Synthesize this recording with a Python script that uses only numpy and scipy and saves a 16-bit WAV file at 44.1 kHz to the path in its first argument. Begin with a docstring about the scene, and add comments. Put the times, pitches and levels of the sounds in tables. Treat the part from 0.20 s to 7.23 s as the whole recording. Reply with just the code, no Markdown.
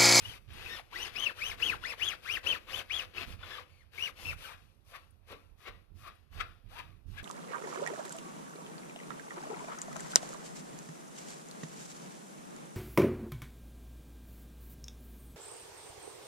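"""Rubber squeaks on the left as a cloth is rubbed to and fro over a wet tyre in a workshop.
The rubber sticks and slips, so each squeak rises and falls in pitch with the speed of the hand.
Under the squeaks the cloth swishes, its fibres hiss and the wet film gives a few tiny ticks.
Later strokes mostly swish and scuff. Moving air rumbles on the right microphone."""
import sys
import numpy as np
from scipy import signal
from scipy.fft import rfft, irfft, next_fast_len
from scipy.io import wavfile
from scipy.ndimage import map_coordinates

SR = 44100
rng = np.random.default_rng(int(sys.argv[2]) if len(sys.argv) > 2 else 0)


def master(y):
    """Save y as 16-bit WAV."""
    cut = np.clip(np.atleast_2d(y).T, -1, 1)
    pcm = np.round(cut * 32767)  # scale
    wavfile.write(sys.argv[1], SR, pcm.astype(np.int16))


N = 310023
TIME = np.arange(N) / SR

# Strokes on wet rubber: start_s, squeak_start_s, fastest_s, end_s, top_pitch_hz, arch_flatness,
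# squeak_db, overtone_db, rub_db, hiss_db, press_time_s
STROKES = [(-.04, .045, .09, .19, 3150, 1.05, -49, -15, -49, -56.5, .016),
           (.265, .487, .55, .618, 1848, 1.0, -48.5, 0, -46, -57, .029),
           (.698, .704, .836, .909, 3042, .93, -40.5, -7, -42.5, -53, .02),
           (.897, .952, 1.027, 1.13, 3165, 1.2, -32, -16, -42.5, -55.5, .033),
           (1.14, 1.175, 1.285, 1.357, 3190, .85, -39, -9, -43.5, -52, .016),
           (1.366, 1.397, 1.457, 1.571, 3245, .89, -30, -18, -40, -50, .021),
           (1.601, 1.624, 1.7, 1.753, 2663, .92, -36, -9, -44.5, -56, .012),
           (1.76, 1.788, 1.869, 1.961, 3460, .99, -30, -18, -41.5, -53, .02),
           (2.012, 2.044, 2.146, 2.199, 3090, .79, -33.5, -12.5, -44, -52, .01),
           (2.223, 2.254, 2.295, 2.387, 3208, 1.0, -30, -17.5, -38.5, -53, .012),
           (2.46, 2.484, 2.58, 2.63, 3570, .87, -37.5, -12, -40.5, -51.5, .014),
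           (2.668, 2.691, 2.759, 2.858, 3413, 1.09, -33, -19, -39.5, -53, .07),
           (2.926, 2.952, 3.0, 3.052, 2740, 1.2, -46, -15, -38.5, -54.5, .041),
           (3.04, 3.11, 3.1, 3.16, 2100, 1.0, -59, -1, -51.5, -60, .014),
           (3.17, 3.3, 3.335, 3.44, 1736, .9, -50, -4, -45.5, -61.5, .041),
           (3.45, 3.49, 3.54, 3.66, 2240, 2.6, -71, -5, -74, -79, .03),
           (3.703, 3.774, 3.849, 3.912, 2945, 1.0, -36.5, -16, -45, -53, .06),
           (3.945, 4.047, 4.085, 4.15, 2700, 1.24, -38, -17, -48, -53.5, .022),
           (4.157, 4.235, 4.245, 4.35, 1534, .86, -50, 0, -49.5, -56, .012),
           (6.43, 6.5, 6.6, 6.63, 985, .95, -55, -9, -64, -81, .03)]


def amp(db):
    """Turn decibels into a number to multiply by."""
    return 10 ** (np.asarray(db) / 20)


def unit(x):
    """Scale a signal to an average (rms) level of 1."""
    return x / np.sqrt(np.mean(x ** 2) + 1e-20)


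def along(points, hz):
    """Read between (frequency_hz, value) points on a logarithmic frequency scale."""
    frequencies, values = np.transpose(points)
    return np.interp(np.log(hz + 1), np.log(frequencies + 1), values)


def wobble(rate):
    """A smooth random curve through `rate` new values a second."""
    return map_coordinates(rng.standard_normal(int(N * rate / SR) + 4), [TIME * rate])


def bump(peak_s, half_s):
    """A bell-shaped rise and fall around one moment."""
    return np.exp(-.5 * np.minimum(((TIME - peak_s) / half_s) ** 2, 100))


def swell(start_s, rise_s, hold_s, fade_s):
    """A level that rises in a straight line, holds, then dies away."""
    age = TIME - start_s
    return np.clip(age / rise_s, 0, 1) * np.exp(-np.clip((age - rise_s - hold_s) / fade_s, 0, 20))


def filtered(x, response):
    """Multiply each frequency in x by response(frequency)."""
    size = next_fast_len(N + SR // 2)
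    return irfft(rfft(x, size) * response(np.fft.rfftfreq(size, 1 / SR)), size)[..., :N]


def coloured(x, colour):
    """Shape the bass and treble of x with (frequency_hz, gain_db) points."""
    return filtered(x, lambda hz: amp(along(colour, hz)))


def resonance(f, hz, width):
    """How something that rings at hz answers each frequency f."""
    return 1j * f * width / (hz * hz - f * f + 1j * f * width)


def background():
    """A faint, steady noise, separate on each side."""
    colour = [(30, 1.5), (120, -12.5), (250, 5), (500, 6.5), (1200, 0), (3000, -17), (5000, -17.5),
              (7500, -31), (10000, -14.5), (12600, -11.5), (15000, -36)]  # tone of the noise: frequency_hz, gain_db
    return amp(-77) * unit(coloured(rng.standard_normal((2, N)), colour))


def room_echo(x, build_s=.003):
    """The wheel arch and workshop throw back a blur of echoes; the treble dies first."""
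    fade_times = [(300, 0.66), (800, 0.25), (2100, 0.21), (5500, 0.037), (13000, 0.085)]  # time an echo takes to fall 60 dB: frequency_hz, fade_s
    hz, t, spectrum = signal.stft(rng.standard_normal(SR // 2), SR, nperseg=256)
    fade = amp(-60 * t / along(fade_times, hz)[:, None])
    tail = signal.istft(spectrum * fade, SR, nperseg=256)[1]
    tail *= 1 - np.exp(-np.arange(len(tail)) / SR / build_s)
    return signal.fftconvolve(x, tail / np.linalg.norm(tail))[:N]


def near_echoes(x, fade_s=.0036, count=4):
    """Sound bounces off the tyre, arm and bodywork by paths that shift as the hand moves."""
    t = TIME[:SR // 30]
    paths = rng.standard_normal((count, len(t))) * np.exp(-t / fade_s)
    paths /= np.linalg.norm(paths, axis=1, keepdims=True)
    shares = np.array([wobble(8) for _ in range(count)])
    shares /= np.linalg.norm(shares, axis=0)
    return np.sum(shares * signal.oaconvolve(x[None], paths, axes=1)[:, :N], axis=0)


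def air_rumble(rub):
    """Air buffets mainly the right microphone: a draught, a push from each wet stroke and some puffs."""
    puff_list = [(0.01, 0.058, -48.5), (0.274, 0.1, -50), (1.218, 0.4, -55.5), (3.058, 0.025, -44.5),
                 (4.019, 0.067, -47.5), (5.472, 0.024, -51.5), (5.697, 0.065, -53), (6.103, 0.098, -50),
                 (6.437, 0.29, -54.5), (6.847, .18, -48.5)]  # puffs of air: start_s, hold_s, level_db
    colour = [(15, -28), (25, -14), (34, 7.5), (50, -0.5), (68, 1), (88, 5.5), (110, -3), (160, -10.5),
              (230, -16.5), (400, -23), (700, -64)]  # tone of the moving air: frequency_hz, gain_db
    puffs = sum(amp(db) * swell(start, .015, hold, .088) for start, hold, db in puff_list)
    draught, arm_wind = amp(-63), amp(-15) * rub
    strength = np.sqrt(draught ** 2 + arm_wind ** 2 + puffs ** 2)
    gusty_noise = unit(amp(1.3 * wobble(30)) * coloured(rng.standard_normal(N), colour))
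    return amp([[-22], [4.5]]) * strength * gusty_noise  # left, right


def wet_ticks(rise_s=.001, fade_s=.0047):
    """The film of water snaps with thin, high ticks."""
    snaps = [(.333, -41), (.363, -53), (4.795, -55), (4.905, -46), (5.952, -52)]  # snaps of the film: start_s, level_db
    out = np.zeros(N)
    for start, db in snaps:
        age = np.maximum(TIME - start, 0)
        out += amp(db) * (1 - np.exp(-age / rise_s)) * np.exp(-age / fade_s) * rng.standard_normal(N)
    return filtered(out, lambda f: resonance(f, hz=9900, width=2400) ** 2)


def scuffs(scrape_width_share=.57, ring_width_hz=200):
    """The cloth catches briefly: a broad scrape, and a hollow ring set by where the wheel is touched."""
    # Catches of the cloth: peak_s, scrape_db, half_length_s, scrape_hz, ring_hz, ring_db
    catches = [(0.463, -53, 0.003, 2600, 2550, -34), (2.962, -66, 0.01, 2800, 2980, -47),
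               (3.233, -42, 0.0045, 1420, 3430, -45), (4.755, -43, 0.012, 1860, 1171, -47),
               (5.12, -53, 0.017, 2300, 455, -48), (5.478, -39.5, 0.013, 2100, 490, -51),
               (5.87, -57, 0.028, 1940, 1206, -47.5), (6.21, -26, 0.0061, 2160, 1360, -27),
               (6.597, -38.5, 0.01, 2114, 997, -42.5), (6.991, -39.5, 0.014, 2320, 1690, -42.5)]
    band = lambda f, hz, width: resonance(f, hz, width) ** 2 * np.sqrt(2 * SR / (np.pi * width))
    out = np.zeros(N)
    for peak, db, half, hz, ring_hz, ring_db in catches:
        push, noise = bump(peak, half), rng.standard_normal(N)
        ringing = np.maximum(push, amp(-17) * swell(peak - half, half, 0, fade_s=.047))
        out += amp(db - 3) * filtered(push * noise, lambda f: band(f, hz, scrape_width_share * hz))
        out += amp(ring_db - 1.5) * filtered(ringing * noise, lambda f: band(f, ring_hz, ring_width_hz))
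    return out


def hand_speed(start, fastest, end, flatness):
    """The hand speeds up and slows down in one stroke: an arch from 0 to 1 and back."""
    from_peak = np.maximum((fastest - TIME) / (fastest - start), (TIME - fastest) / (end - fastest))
    moving, speed = from_peak < 1, np.zeros(N)
    speed[moving] = np.abs(np.cos(np.pi / 2 * np.abs(from_peak[moving]) ** flatness))
    return speed


def settling(level, trail_db, fade_s=.17):
    """Add a weak, fading trail: the cloth keeps rustling while the hand turns."""
    carry = np.exp(-1 / (fade_s * SR))
    trail = signal.lfilter([1 - carry], [1, -carry], level)
    return np.hypot(level, amp(trail_db) * trail)


def wet_stroke_levels(lag_s=.0037):
    """Rubbing and hiss grow with speed and pressure; the loose cloth lags behind the hand."""
    rub, hiss = np.zeros((2, N))
    for start, _, fastest, end, _, flatness, _, _, rub_db, hiss_db, press_s in STROKES:
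        speed = hand_speed(start, fastest + lag_s, end + lag_s, flatness)
        on = speed > 0
        pressure = 1 - np.exp(-(TIME[on] - start) / press_s)
        rub[on] += amp(rub_db) * pressure * speed[on] ** .61
        hiss[on] += amp(hiss_db) * pressure * speed[on] ** .83
    return settling(rub, trail_db=-15.5), settling(hiss, trail_db=-12.5)


def dry_wipe_levels(rise_s=.038, fall_s=.025):
    """On drier rubber, rubbing and hiss swell into one push, then trail off."""
    wipes = [(4.33, 0.014, -49, -77), (4.762, .12, -49, -58.5), (5.125, 0.063, -47.5, -58),
             (5.484, 0.12, -46.5, -61), (5.879, 0.14, -49, -59), (6.215, .11, -42.5, -57),
             (6.592, .11, -44.5, -57.5), (6.988, .13, -50.5, -60.5)]  # light wipes: peak_s, lead_in_s, rub_db, hiss_db
    rub, hiss = np.zeros((2, N))
    for peak, lead, rub_db, hiss_db in wipes:
        from_peak = np.maximum((peak - TIME) / rise_s, (TIME - peak) / fall_s)
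        push = np.exp(-np.minimum(from_peak, 20))
        trail = amp(-8) * swell(peak - fall_s, fall_s, 0, fade_s=.069)
        # Rubbing is weaker until the cloth has landed.
        landed = amp(-12.5 * np.clip((peak - lead - TIME) / fall_s + 1, 0, 1))
        rub += amp(rub_db) * landed * np.maximum(push, trail)
        # Fibres brush along before and after the push.
        brush = amp(-7) * swell(peak - lead, lead / 2, lead / 2, fall_s)
        brush_trail = amp(-13) * swell(peak - lead, lead, 0, fade_s=.12)
        hiss += amp(hiss_db) * np.maximum(push ** 2, np.maximum(brush, brush_trail))
    return rub, hiss


def friction(grain_db, grain_rate):
    """Noise broken into tiny slips of uneven size."""
    return unit(rng.standard_normal(N) * amp(grain_db * wobble(grain_rate)))


def wheel(x, ring_db):
    """Rubbing is heard directly and through the ringing wheel."""
    notes = [(506, 85, 3.5), (1132, 71, 4), (1340, 34, 0.5), (1950, 44, 2), (2466, 350, 5.5),
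             (2640, 210, 3)]  # where the wheel rings: pitch_hz, width_hz, gain_db
    ringing = lambda f: sum(amp(db) * resonance(f, hz, width) for hz, width, db in notes)
    return filtered(x, lambda f: 1 + amp(ring_db) * ringing(f))


def rubbing(wet_rub, wet_hiss):
    """The cloth drags over the rubber: a coarse swish under the fine hiss of its fibres."""
    # Tone of wet rubbing, dry rubbing and fibre hiss: frequency_hz, gain_db
    wet_colour = [(150, -29.5), (240, -19), (350, -2.5), (500, 0.5), (720, -1.5), (1200, 3), (2000, 3),
                  (3000, 4.5), (3700, 1), (4500, -2.5), (6300, -16), (7500, -21), (16000, -57.5)]
    dry_colour = [(150, -27.5), (240, -28.5), (330, -10), (500, -11), (700, -2.5), (900, -5), (1200, -0.5),
                  (1750, -2.5), (2600, -9), (3600, -5), (5000, -13.5), (7500, -39), (16000, -49)]
    fibre_colour = [(1000, -10), (2800, 5), (4500, 5.5), (6400, 2), (7400, -4), (8500, -1), (9600, -0.5),
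                    (11000, 0.5), (12600, 5), (13600, -7.5), (15700, -28.5)]
    dry_rub, dry_hiss = dry_wipe_levels()
    wet_noise = coloured(friction(grain_db=2, grain_rate=700), wet_colour)
    dry_noise = coloured(friction(grain_db=1.5, grain_rate=420), dry_colour)
    fibre_noise = coloured(friction(grain_db=1.5, grain_rate=2700), fibre_colour)
    wet_swish = wet_rub * unit(wheel(wet_noise, ring_db=-14.5))
    dry_swish = dry_rub * unit(wheel(dry_noise, ring_db=-1.5))
    hiss = (wet_hiss + dry_hiss) * unit(fibre_noise)
    return amp(1) * wet_swish + amp(2) * dry_swish + amp(3.5) * hiss


def squeaks(catch_s=.012, stall_speed=.21):
    """Rubber sticks and slips: the pitch follows the hand and blooms into a whistle at full speed."""
    grips = [(.057, -39, 0.0055), (0.763, -34.5, 0.0037), (1.07, -22.5, 0.0038), (1.222, -32, .006),
             (1.433, -24, 0.0063), (1.527, -35, 0.014), (1.828, -27.5, 0.01), (2.273, -25.5, 0.0057),
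             (2.331, -26.5, 0.0026), (2.546, -31, 0.0036), (2.797, -31.5, .004), (2.984, -30.5, 0.0019),
             (3.387, -43, .005), (3.785, -35.5, .0035), (4.096, -34, .013)]  # hardest grips, where the squeak flares: peak_s, level_db, half_length_s
    resonances = [(1950, 150, 2), (2853, 84, 1)]  # pitches the rubber makes louder: pitch_hz, width_hz, gain_db
    colour = [(300, -10), (800, 1), (1300, 2), (2000, 0), (2800, 1), (3450, 1), (3750, -3), (6400, -3),
              (7400, -13), (9500, -4), (12600, -3), (14000, -16)]  # tone of the squeak: frequency_hz, gain_db
    pitch, main_level, overtone_level = np.zeros((3, N))
    for start, squeak_start, fastest, end, top_hz, flatness, db, overtone_db, *_ in STROKES:
        on = (TIME > start) & (TIME < end)
        speed = hand_speed(start, fastest, end, flatness)[on]
        pitch[on] = top_hz * speed
        # The rubber catches suddenly and lets go as the cloth slows down.
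        caught = np.clip((TIME[on] - squeak_start) / catch_s, 0, 1)
        sliding = caught * np.clip((speed - stall_speed) / .22, 0, 1) * speed ** .6
        # Slow slips are jerky: a weaker tone, rich in overtones.
        jerky = amp(min(db - 2, db + overtone_db + 9))
        main_level[on] = sliding * np.maximum(amp(db) * speed ** 2, jerky)
        overtone_level[on] = sliding * amp(db + overtone_db)
    main_level *= amp(sum(db / (1 + ((pitch - hz) / width) ** 2) for hz, width, db in resonances))
    jitter = 1 + .02 * wobble(900) + .009 * wobble(170)
    phase = 2 * np.pi * np.cumsum(pitch * jitter) / SR
    flutter = lambda: unit(amp(4.5 * wobble(280) + 3.36 * wobble(70)))
    flares = sum(amp(db) * bump(peak, half) for peak, db, half in grips)
    tone = 1.15 * np.maximum(main_level * flutter(), flares) * np.sin(phase)
    # Many patches of cloth slip slightly out of step and roughen the tone at k times the pitch.
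    rough = lambda k, rate: wobble(rate) * np.sin(k * phase) + wobble(rate) * np.cos(k * phase)
    tone += (.15 * main_level + .35 * overtone_level) * rough(1, 800)
    for k, db in ((2, 0), (3, -7), (4, -13)):
        overtone = 1.4 * flutter() ** .8 * np.sin(k * phase) + .5 * rough(k, 500)
        tone += amp(db) * overtone_level * overtone
    return coloured(np.sqrt(2) * tone, colour)


def scene():
    """The left microphone faces the cloth; the right hears it later, shaded and mostly as echoes."""
    shade = [(200, 18.5), (400, -4), (700, -5.5), (1300, -9.5), (2400, -11.5), (4400, -11.5), (8000, -16),
             (10000, -2.5), (12500, -16.5)]  # tone on the shaded right side: frequency_hz, gain_db
    delay_s, dull_above_hz = 6e-5, 2500
    rub, hiss = wet_stroke_levels()
    cloth = squeaks() + rubbing(rub, hiss) + scuffs() + wet_ticks()
    left = cloth + amp(-17) * near_echoes(cloth) + amp(-15) * room_echo(cloth)
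    # Treble bends round to the far side less easily than bass.
    bent = filtered(cloth, lambda f: np.exp(-2j * np.pi * f * delay_s) / (1 + 1j * f / dull_above_hz))
    right = coloured(amp(-3) * bent + near_echoes(cloth) + amp(-13) * room_echo(cloth), shade)
    return np.array([left, right]) + background() + air_rumble(rub)


def record(dry):
    """Cut off the very highest treble."""
    return filtered(dry, lambda hz: hz < 15720)


dry = scene()
out = record(dry)
master(out)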